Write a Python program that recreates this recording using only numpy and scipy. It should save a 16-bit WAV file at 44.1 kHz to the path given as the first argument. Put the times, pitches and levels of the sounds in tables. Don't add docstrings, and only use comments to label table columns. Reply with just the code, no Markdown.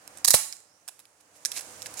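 import sys
import numpy as np
from scipy import signal
from scipy.fft import rfft, irfft
from scipy.io import wavfile

SR = 44100
rng = np.random.default_rng(int(sys.argv[2]) if len(sys.argv) > 2 else 0)


def file_out(sig):
    cols = np.atleast_2d(sig).T
    lim = np.clip(cols, -1, 1)
    pcm = np.round(lim * 32767).astype(np.int16)
    wavfile.write(sys.argv[1], SR, pcm)


N = 88200

# time in seconds, rumble and hum level in dB, hiss level in dB.
BED_FADERS = [(0, -59, -60.5), (0.202, -54, -54), (0.3, -59.5, -75), (0.55, -65, -69),
              (0.799, -67.5, -66.5), (1.15, -67.5, -66.5), (1.299, -64.5, -65), (1.43, -60, -58),
              (1.52, -55, -55), (1.64, -53.5, -49), (1.799, -52, -50), (2.0, -50.5, -49.5)]
# frequency in Hz, relative gain in dB.
RUMBLE_EQ = [(25, -32), (95, -8.5), (240, -12), (400, -9), (520, -5.5), (900, -6.5), (1600, -9),
             (3000, -17), (5000, -48)]
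HISS_EQ = [(1400, -25), (2400, -8.5), (3200, -9.5), (6700, -1), (9200, -2.5), (13500, -15.5),
           (16000, -16.5)]
# pitch in Hz, level against the rumble in dB.
HUM_LINES = [(298, -15), (500, -15.5), (600, -15.5), (752, -15)]
# frequency in Hz, left-right likeness (1 is mono).
BED_IMAGE = [(100, 0.96), (600, 0.56), (1500, 0), (5000, 0.081), (12000, 0)]
GUN_IMAGE = [(100, 0.96), (1000, 1), (5000, 0.33), (12000, 0.13)]
# start in seconds, level in dB, decay in seconds, bright resonance in Hz.
TAP_HITS = [(0.0766, -32, 0.0012, 5230), (0.8782, -35, 0.0071, 8900), (0.8855, -28.5, 0.0019, 7760),
            (0.8913, -34, 0.0018, 7900), (0.9920, -42, 0.003, 10600), (0.9997, -47, 0.0064, 1750),
            (1.6080, -34, 0.0057, 9650)]
CLICK_HITS = [(0.1729, -38, 0.0028, 8850), (0.1843, -42, 0.0024, 7900), (0.5252, -27, 0.0016, 4850),
              (0.5315, -39.5, 0.0028, 5700), (0.5672, -42, 0.0012, 6600), (0.6030, -44.5, .001, 9660),
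              (1.0541, -44.5, 0.0014, 3006), (1.4503, -15.5, 0.0016, 5400), (1.4571, -14, 0.00093, 6320),
              (1.4629, -29.5, 0.0044, 7650), (1.4755, -38, 0.00086, 9100), (1.5175, -24, 0.0024, 3160),
              (1.5188, -38.5, 0.0019, 5800), (1.5240, -30.5, 0.00083, 4260), (1.5637, -34, 0.01, 4450),
              (1.5768, -38, 0.0011, 6100), (1.5815, -31, 0.0038, 4850), (1.8200, -27.5, 0.001, 4120),
              (1.8257, -32.5, 0.0021, 7100), (1.8592, -30.5, 0.0043, 2340), (1.8660, -32.5, 0.0033, 6500),
              (1.9403, -34, 0.002, 10100), (1.9716, -40, 0.021, 6860), (1.9928, -28, 0.0017, 6900)]
BOLT_HITS = [(0.2438, -32.5, 0.0033, 4910), (0.2471, -7, 0.0017, 7460), (0.2505, -9, 0.0016, 4560),
             (0.2573, -13, 0.00092, 6800), (0.2770, -7.5, 0.00065, 7850), (0.2800, -10, 0.0031, 4200),
             (0.2836, -7, 0.0022, 9630), (0.2858, -22, 0.0042, 4427), (0.2953, -19.5, 0.0018, 9940),
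             (0.3055, -4.5, 0.0023, 9860), (0.3085, -19.5, 0.0046, 4600), (0.3118, -15, 0.0055, 6980),
             (0.3348, -17.5, 0.012, 8460), (0.3398, -10, 0.0066, 7700), (0.3452, -13, 0.012, 9700)]
# frequency in Hz, relative gain in dB.
TAP_EQ = [(400, -28), (660, -5), (1000, -9.5), (2900, -8.5), (7000, -1), (11000, 0.5), (16000, -14.5)]
CLICK_EQ = [(300, -29.5), (1300, -20), (1700, -10), (2900, -12.5), (4500, -7), (7000, -4.5), (11000, -3.5),
            (13000, -11.5), (19000, -37.5)]
SCRAPE_EQ = [(60, -32.5), (500, -10), (1400, -10), (2300, 0.5), (3100, -4.5), (4300, -1.5), (7000, 2.5),
             (10500, 2), (13000, -6), (16000, -20)]
BOLT_EQ = [(60, -46), (450, -31), (1120, -13), (1450, -22), (1800, -14.5), (3250, -19.5), (3950, -4.5),
           (7000, -3.5), (10500, -2), (13000, -6.5), (15500, -13), (19000, -32)]
CRUNCH_EQ = [(330, -27.5), (510, 4.5), (720, -4), (1200, -4.5), (1600, -11.5), (2200, -6.5), (3200, 0),
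             (6000, -29.5)]
# pitch in Hz, relative level in dB, time to fall 60 dB in seconds.
GATE_MODES = [(1720, -2, .016), (2640, -3.5, .016), (4060, -3.5, .026), (5750, -4, .016)]
STEEL_MODES = [(6840, -9, 0.26), (7670, -7.5, 0.55), (7176, -1, .3), (8060, -11, 0.22), (9100, -7, 0.22),
               (10300, -5, 0.35), (10050, 1, 0.17)]
BODY_MODES = [(102.6, -24, 0.037), (177, -25, 0.051), (490, -13.5, 0.032), (607, -11.5, 0.016),
              (868, -23.5, 0.082), (1290, -28.5, 0.027), (1906, -26, 0.025)]
# centre in Hz, level in dB, time to fall 60 dB in seconds.
YARD_BANDS = [(99.7, -29, .25), (300, -19, 0.63), (537, -24.5, 0.23), (820, -13, 0.41), (2126, -5.5, 0.4),
              (4500, -11, 0.45), (7200, -8, 0.46), (10500, -12, 0.36), (15000, -13, 0.37)]
# peak time in seconds, half length in seconds, level in dB.
SCRAPE_STROKES = [(0.228, 0.036, -67), (0.93, 0.06, -64.5), (0.997, 0.022, -70), (1.209, 0.0062, -57.5),
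                  (1.366, 0.021, -58), (1.553, 0.025, -41.5), (1.575, 0.01, -33), (1.595, 0.0059, -36.5),
                  (1.992, 0.024, -39.5)]
# start in seconds, level in dB.
SLAM_BLOWS = [(0.2835, -20.5), (0.3042, -21), (0.3400, 1.5), (0.343, -7.5)]
# frequency in Hz, right over left in dB.
RIGHT_LEAN = [(100, 0.5), (600, 3), (1500, 1), (2800, 1.5), (4500, 8.5), (7000, 12), (15000, 8)]


def amp(db):
    return 10 ** (np.asarray(db) / 20)


def rms_one(x):
    return x / np.sqrt(np.mean(x ** 2) + 1e-20)


def seconds():
    return np.arange(N) / SR


def bins():
    return np.arange(N + 1) * SR / (2 * N)


def at_hz(points, hz):
    point_hz, value = np.transpose(points)
    return np.interp(np.log(np.maximum(hz, 1)), np.log(point_hz), value)


def shape(x, gain):
    cepstrum = irfft(np.log(gain + 1e-9))
    fold = np.r_[1, np.full(N - 1, 2), 1, np.zeros(N - 1)]
    return irfft(rfft(x, 2 * N) * np.exp(rfft(cepstrum * fold)))[..., :N]


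def colour(x, eq):
    return shape(x, rms_one(amp(at_hz(eq, bins()))))


def spread(pair, image):
    likeness = np.clip(at_hz(image, bins()), -.98, .98)
    mid = shape(pair[0], np.sqrt((1 + likeness) / 2))
    side = shape(pair[1], np.sqrt((1 - likeness) / 2))
    return np.array([mid + side, mid - side])


def delayed(x, lag_s):
    return irfft(rfft(x, 2 * N) * np.exp(-2j * np.pi * bins() * lag_s))[:N]


def resonance(x, hz, width_hz):
    r, w = np.exp(-np.pi * width_hz / SR), 2 * np.pi * hz / SR
    return signal.lfilter(np.array([1, 0, -1]) * (1 - r * r) / 2, [1, -2 * r * np.cos(w), r * r], x)


def mode(x, hz, t60):
    r, w = amp(-60 / (t60 * SR)), 2 * np.pi * hz / SR
    return signal.lfilter([0, np.sin(w)], [1, -2 * r * np.cos(w), r * r], x + 1e-18)


def outdoor_bed():
    t = seconds()
    times, bass_db, hiss_db = np.transpose(BED_FADERS)
    rumble = colour(spread(rng.standard_normal((2, N)), BED_IMAGE), RUMBLE_EQ)
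    hiss = colour(spread(rng.standard_normal((2, N)), BED_IMAGE), HISS_EQ)
    hum = sum(amp(db) * rms_one(resonance(rng.standard_normal(N), hz, width_hz=9)) for hz, db in HUM_LINES)
    return amp(np.interp(t, times, bass_db)) * (rumble + hum) + amp(np.interp(t, times, hiss_db)) * hiss


def contacts(hits, eq, bright_gain, bright_width_hz, attack_s=.00008):
    track = np.zeros((2, N + SR))
    t = np.arange(SR // 10) / SR
    for start_s, db, decay_s, hz in hits:
        envelope = np.exp(-t / decay_s) * (1 - np.exp(-t / attack_s))
        crack = rng.choice([-1, 1], (2, len(t))) * envelope
        crack = rms_one(crack + bright_gain * resonance(crack, hz, bright_width_hz))
        decay_rms = np.sqrt(np.mean(np.exp(-2 * t / decay_s)))
        start = int(start_s * SR)
        track[:, start:start + len(t)] += amp(db) * crack * decay_rms
    return colour(spread(track[:, :N], GUN_IMAGE), eq)


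def with_ring(strikes, modes, ring_db):
    return strikes + sum(mode(strikes, hz, t60) * amp(ring_db + db) for hz, db, t60 in modes)


def receiver_taps():
    return contacts(TAP_HITS, TAP_EQ, bright_gain=0.92, bright_width_hz=750)


def yard_reverb(send, predelay_s=0.01, build_s=0.0063):
    t = np.maximum(seconds() - predelay_s, 0)
    white = rfft(rng.standard_normal((2, N)), 2 * N)
    centres = [row[0] for row in YARD_BANDS]
    tail = np.zeros((2, N))
    for share, (_, db, t60) in zip(np.eye(len(YARD_BANDS)), YARD_BANDS):
        envelope = amp(-60 * t / t60) * (1 - np.exp(-t / build_s))
        band = irfft(white * at_hz(np.c_[centres, share], bins()))[:, :N]
        tail += amp(db) * band * rms_one(envelope) / np.sqrt(N)
    return signal.fftconvolve(send, tail, axes=1)[:, :N]


def catch_clicks():
    return contacts(CLICK_HITS, CLICK_EQ, bright_gain=2.67, bright_width_hz=1000)


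def scrapes(slips_per_s=3100):
    t = seconds()
    pressure = sum(amp(db) * np.exp(-((t - peak_s) / half_s) ** 2) for peak_s, half_s, db in SCRAPE_STROKES)
    sizes = rng.standard_normal((2, N))
    slips = rms_one(sizes * (rng.random((2, N)) < slips_per_s / SR))
    return colour(spread(slips * pressure, GUN_IMAGE), SCRAPE_EQ)


def bolt_rattle():
    clatter = contacts(BOLT_HITS, BOLT_EQ, bright_gain=1.3, bright_width_hz=660)
    return with_ring(clatter, STEEL_MODES, ring_db=-59)


def slam_thump(crunch_db=-20, crunch_decay_s=0.0049, crunch_hz=1240):
    blows = np.zeros(N)
    for start_s, db in SLAM_BLOWS:
        blows[int(start_s * SR)] = amp(db)
    body = sum((-1) ** k * amp(db) * mode(blows, hz, t60) for k, (hz, db, t60) in enumerate(BODY_MODES))
    crunch_hits = [(start_s, db + crunch_db, crunch_decay_s, crunch_hz) for start_s, db in SLAM_BLOWS]
    crunch = contacts(crunch_hits, CRUNCH_EQ, bright_gain=0.96, bright_width_hz=350)
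    return np.array([delayed(body, lag_s=0.00037), body]) + crunch


def hand_swish(peak_s=.745, half_s=0.075, centre_hz=5520, rise_hz_per_s=7500, flutter_hz=280, db=-67.5):
    t = seconds() - peak_s
    flutter = signal.sosfilt(signal.butter(2, flutter_hz, fs=SR, output="sos"), rng.standard_normal((2, N)))
    sweep = np.sin(2 * np.pi * (centre_hz * t + rise_hz_per_s * t * t / 2))
    return amp(db) * rms_one(flutter * sweep) * np.exp(-(t / half_s) ** 2)


def scene():
    bolt = bolt_rattle() + slam_thump()
    gate = with_ring(catch_clicks() + receiver_taps(), GATE_MODES, ring_db=-33)
    handling = with_ring(gate + scrapes(), STEEL_MODES, ring_db=-51.5)
    echoes = yard_reverb(bolt + amp(-6.5) * handling)
    return bolt + handling + echoes + hand_swish() + outdoor_bed()


def record(dry, low_cut_hz=35, ceiling=0.8, stopband_hz=16600):
    lean = amp(at_hz(RIGHT_LEAN, bins()))
    left = shape(dry[0], 2 / (1 + lean))
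    right = shape(delayed(dry[1], lag_s=.000038), 2 * lean / (1 + lean))
    low_cut = signal.butter(2, low_cut_hz, "high", fs=SR, output="sos")
    top_cut = signal.cheby2(20, 70, stopband_hz, fs=SR, output="sos")
    trimmed = signal.sosfilt(low_cut, np.array([left, right]))
    rounded = ceiling * np.tanh(trimmed / ceiling)
    return signal.sosfilt(top_cut, rounded)


dry = scene()
out = record(dry)
file_out(out)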